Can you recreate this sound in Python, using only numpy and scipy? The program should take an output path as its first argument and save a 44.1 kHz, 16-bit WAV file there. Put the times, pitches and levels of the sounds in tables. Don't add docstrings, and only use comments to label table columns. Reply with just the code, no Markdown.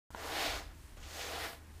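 import sys
import numpy as np
from scipy import signal
from scipy.fft import rfft, irfft, next_fast_len
from scipy.io import wavfile
from scipy.ndimage import map_coordinates

SR = 44100
rng = np.random.default_rng(int(sys.argv[2]) if len(sys.argv) > 2 else 0)


def unload_wav(signal):
    wavfile.write(
        sys.argv[1],
        SR,
        np.round(np.clip(np.atleast_2d(signal).T, -1, 1) * 32767).astype(np.int16),
    )


N = 79380


def brush_strokes():
    # time in seconds, body and scratch levels in dB before trim.
    drags = [
        [(0.16, -50, -59), (0.248, -43.5, -48.5), (0.254, -43, -51), (0.382, -39.5, -39.5),
         (0.464, -40.5, -37.5), (0.564, -41.5, -45), (0.67, -60.5, -63), (0.72, -62.5, -69)],
        [(0.99, -62, -69), (1.04, -63, -57), (1.064, -57.5, -57.5), (1.2, -48.5, -47), (1.208, -50.5, -44),
         (1.304, -45.5, -47.5), (1.452, -43, -44.5), (1.536, -52.5, -56.5), (1.61, -68, -73), (1.62, -66, -85)],
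    ]
    # time in seconds, hiss and sheen levels in dB before trim.
    hisses = [
        [(0.16, -65.5, -68), (0.212, -59, -59), (0.346, -55.5, -53.5), (0.39, -51, -51), (0.43, -50, -49.5),
         (0.582, -55, -58.5), (0.682, -78, -76), (0.69, -79, -88), (0.7, -87, -80)],
        [(0.99, -81, -84), (1.002, -68, -75), (1.14, -56, -58.5), (1.214, -52.5, -56), (1.358, -57.5, -56.5),
         (1.442, -56.5, -52), (1.534, -67, -59.5), (1.59, -78, -73), (1.6, -89, -86)],
    ]
    # centre in Hz, width in Hz, lift in dB.
    back_modes = [(310, 18, 2), (500, 12, -2.5), (673, 91, 6.5), (785, 120, 6), (1080, 120, 0.5),
                  (1440, 52, 2), (1710, 110, 1.5), (2530, 150, 0), (4310, 420, 1.5)]
    # frequency in Hz, relative level in dB.
    body_eq = [(120, -15), (210, -12.5), (300, -2.5), (450, -0.5), (700, -5.5), (1000, 0), (1300, -2),
               (1750, -4.5), (2300, -10), (3500, -44), (7000, -94)]
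    scratch_eq = [(700, -43), (1500, -3.5), (2200, -1.5), (2900, -2), (3500, -1.5), (4600, -3.5),
                  (5500, -6), (7000, -30), (11000, -65)]
    hiss_eq = [(2500, -32), (5000, -3), (6200, 2.5), (7500, 0), (8800, -9), (11000, -22), (15000, -17)]
    sheen_eq = [(5000, -49), (8000, -0.5), (9800, 0), (12500, -0.5), (14200, -1.5), (15300, -4)]
    body_trim_db, scratch_trim_db, hiss_trim_db, sheen_trim_db = -0.9, -0.6, 1.5, 1
    out = np.zeros(N)
    for drag, treble in zip(drags, hisses):
        body_db, scratch_db = stroke_levels(drag)
        hiss_db, sheen_db = stroke_levels(treble)
        body = coloured(hair_slips(scratch_db), body_eq, back_modes)
        scratch = coloured(hair_slips(scratch_db), scratch_eq, back_modes)
        hiss = coloured(hair_slips(scratch_db), hiss_eq)
        sheen = coloured(hair_slips(scratch_db), sheen_eq)
        out += amp(body_db + body_trim_db) * body + amp(scratch_db + scratch_trim_db) * scratch
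        out += amp(hiss_db + hiss_trim_db) * hiss + amp(sheen_db + sheen_trim_db) * sheen
    return out


def hair_slips(drag_db, reference_db=-45, reference_per_s=9000, scatter_db=2):
    chance = np.clip(reference_per_s * amp(drag_db - reference_db) / SR, .07, 1)
    sizes = rng.choice([-1, 1], N) * amp(scatter_db * rng.standard_normal(N))
    return (rng.random(N) < chance) * sizes / np.sqrt(chance)


def stroke_levels(rows, fade_db_per_s=469):
    t = clock()
    times, *columns = np.transpose(rows)
    outside_s = np.maximum(times[0] - t, 0) + np.maximum(t - times[-1], 0)
    return [np.interp(t, times, db) - fade_db_per_s * outside_s for db in columns]


def hollow_rings():
    # peak time in seconds, level in dB, half length in seconds, pitch and width in Hz.
    rings = [(0.456, -47.5, 0.075, 670, 109), (0.45, -47.5, 0.069, 2260, 900), (1.2, -54, 0.05, 754, 200),
             (1.278, -53.5, 0.13, 472, 108), (1.352, -49.5, 0.061, 708, 183), (1.444, -48, .05, 1850, 800)]
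    out = np.zeros(N)
    for peak, db, half_length, hz, width in rings:
        bandpass = lambda f: 1j * f * width / (hz ** 2 - f ** 2 + 1j * f * width)
        cavity = filtered(rng.standard_normal(N), lambda f: bandpass(f) ** 2)
        out += swell(peak, db, half_length) * unit(cavity)
    return out


def landing_knocks(attack_s=0.00041):
    # start in seconds, level in dB, pitch factor.
    landings = [(0.105, -46, 1.0), (0.1476, -29, 1.0), (0.972, -49, 0.6)]
    # base frequency in Hz, relative level in dB, t60 in seconds.
    modes = [(936, 4, 0.013), (1410, -2.5, 0.013), (620, 0, 0.0072), (270, -13, 0.021), (3060, -11, 0.0079),
             (3840, -14, 0.0084)]
    out = np.zeros(N)
    for start, db, pitch in landings:
        t = np.maximum(clock() - start, 0)
        ring = sum(amp(mode_db - 60 * t / t60) * np.sin(2 * np.pi * hz * pitch * t)
                   for hz, mode_db, t60 in modes)
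        out += amp(db) * ring * (1 - np.exp(-t / attack_s))
    return out


def bristle_catches(rise_s=0.0035):
    # start in seconds, level in dB, t60 in seconds.
    catches = [(0.967, -54, 0.14), (1.026, -50, 0.12)]
    # frequency in Hz, relative level in dB.
    catch_eq = [(300, -16), (1200, 1), (3200, 0), (5000, -9), (6500, -4), (14000, -22)]
    out = np.zeros(N)
    for start, db, t60 in catches:
        t = np.maximum(clock() - start, 0)
        envelope = amp(db - 60 * t / t60) * (1 - np.exp(-t / rise_s))
        out += envelope * coloured(hair_slips(db), catch_eq)
    return out


def air_puffs():
    # peak time in seconds, level in dB, rise and fall time constants in seconds.
    puffs = [(0.476, -41, 0.0077, 0.15), (0.835, -54.5, 0.017, 0.061), (0.95, -53.5, 0.018, 0.11),
             (1.39, -59, 0.052, .08)]
    # frequency in Hz, relative level in dB.
    air_eq = [(12, -23), (28, -1), (40, 6), (58, -1.5), (90, -9.5), (200, -28.5), (600, -65)]
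    t = clock()
    envelope = sum(amp(db) * np.exp(-np.maximum((peak - t) / rise, (t - peak) / fall))
                   for peak, db, rise, fall in puffs)
    return envelope * coloured(rng.standard_normal(N), air_eq)


def sleeve_rustle():
    # peak time in seconds, level in dB, half length in seconds.
    swings = [(0.116, -66, .05), (0.853, -67, 0.11), (1.79, -68.5, 0.079)]
    # frequency in Hz, relative level in dB.
    cloth_eq = [(300, -28), (1200, -7), (4000, -1), (9000, 0.5), (14500, -7)]
    return sum(swell(*swing) for swing in swings) * coloured(rng.standard_normal(N), cloth_eq)


def room_reverb(x, t60_s=0.09, wet_db=-12.5):
    t = np.arange(SR // 2) / SR
    tail = rng.standard_normal(len(t)) * amp(-60 * t / t60_s)
    return amp(wet_db) * signal.fftconvolve(x, tail / np.linalg.norm(tail))[:N]


def room_tone(noise_db=-56, hum_hz=77.3, hum_db=-56.5, waver_db=1.5):
    # frequency in Hz, relative level in dB.
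    room_eq = [(15, -8), (40, -2.5), (80, -3), (120, -9), (180, -15), (300, -13.5), (500, -25), (1000, -22),
               (2000, -25.5), (4000, -32), (9000, -34.5), (14500, -38.5)]
    phase = 2 * np.pi * hum_hz * clock() + 0.9 * wobble(5.4)
    hum = unit(amp(waver_db * wobble(8.86)) * np.sin(phase))
    return amp(hum_db) * hum + amp(noise_db) * coloured(rng.standard_normal(N), room_eq)


def amp(db):
    return 10 ** (np.asarray(db) / 20)


def unit(x):
    return x / np.sqrt(np.mean(x ** 2) + 1e-20)


def clock():
    return np.arange(N) / SR


def swell(peak_s, db, half_length_s):
    return amp(db) * np.exp(-((clock() - peak_s) / half_length_s) ** 2)


def wobble(knots_per_s):
    return map_coordinates(rng.standard_normal(256), [clock() * knots_per_s], mode="wrap")


def filtered(x, response):
    size = next_fast_len(N + SR // 2)
    return irfft(rfft(x, size) * response(np.fft.rfftfreq(size, 1 / SR)), size)[:N]


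def coloured(x, eq, resonances=()):
    eq_hz, eq_db = np.transpose(eq)

    def response(hz):
        curve_db = np.interp(np.log(hz + 1), np.log(eq_hz), eq_db)
        lift_db = sum(db / (1 + (2 * (hz - centre) / width) ** 2) for centre, width, db in resonances)
        return amp(curve_db + lift_db)
    return unit(filtered(x, response))


def scene():
    brush = brush_strokes() + hollow_rings() + landing_knocks() + bristle_catches()
    return (brush + room_reverb(brush) + sleeve_rustle() + air_puffs() + room_tone())[None]


def record(dry):
    open_s, top_hz = 0.105, 15290
    return filtered(dry[0] * (clock() >= open_s), lambda hz: hz < top_hz)[None]


dry = scene()
out = record(dry)
unload_wav(out)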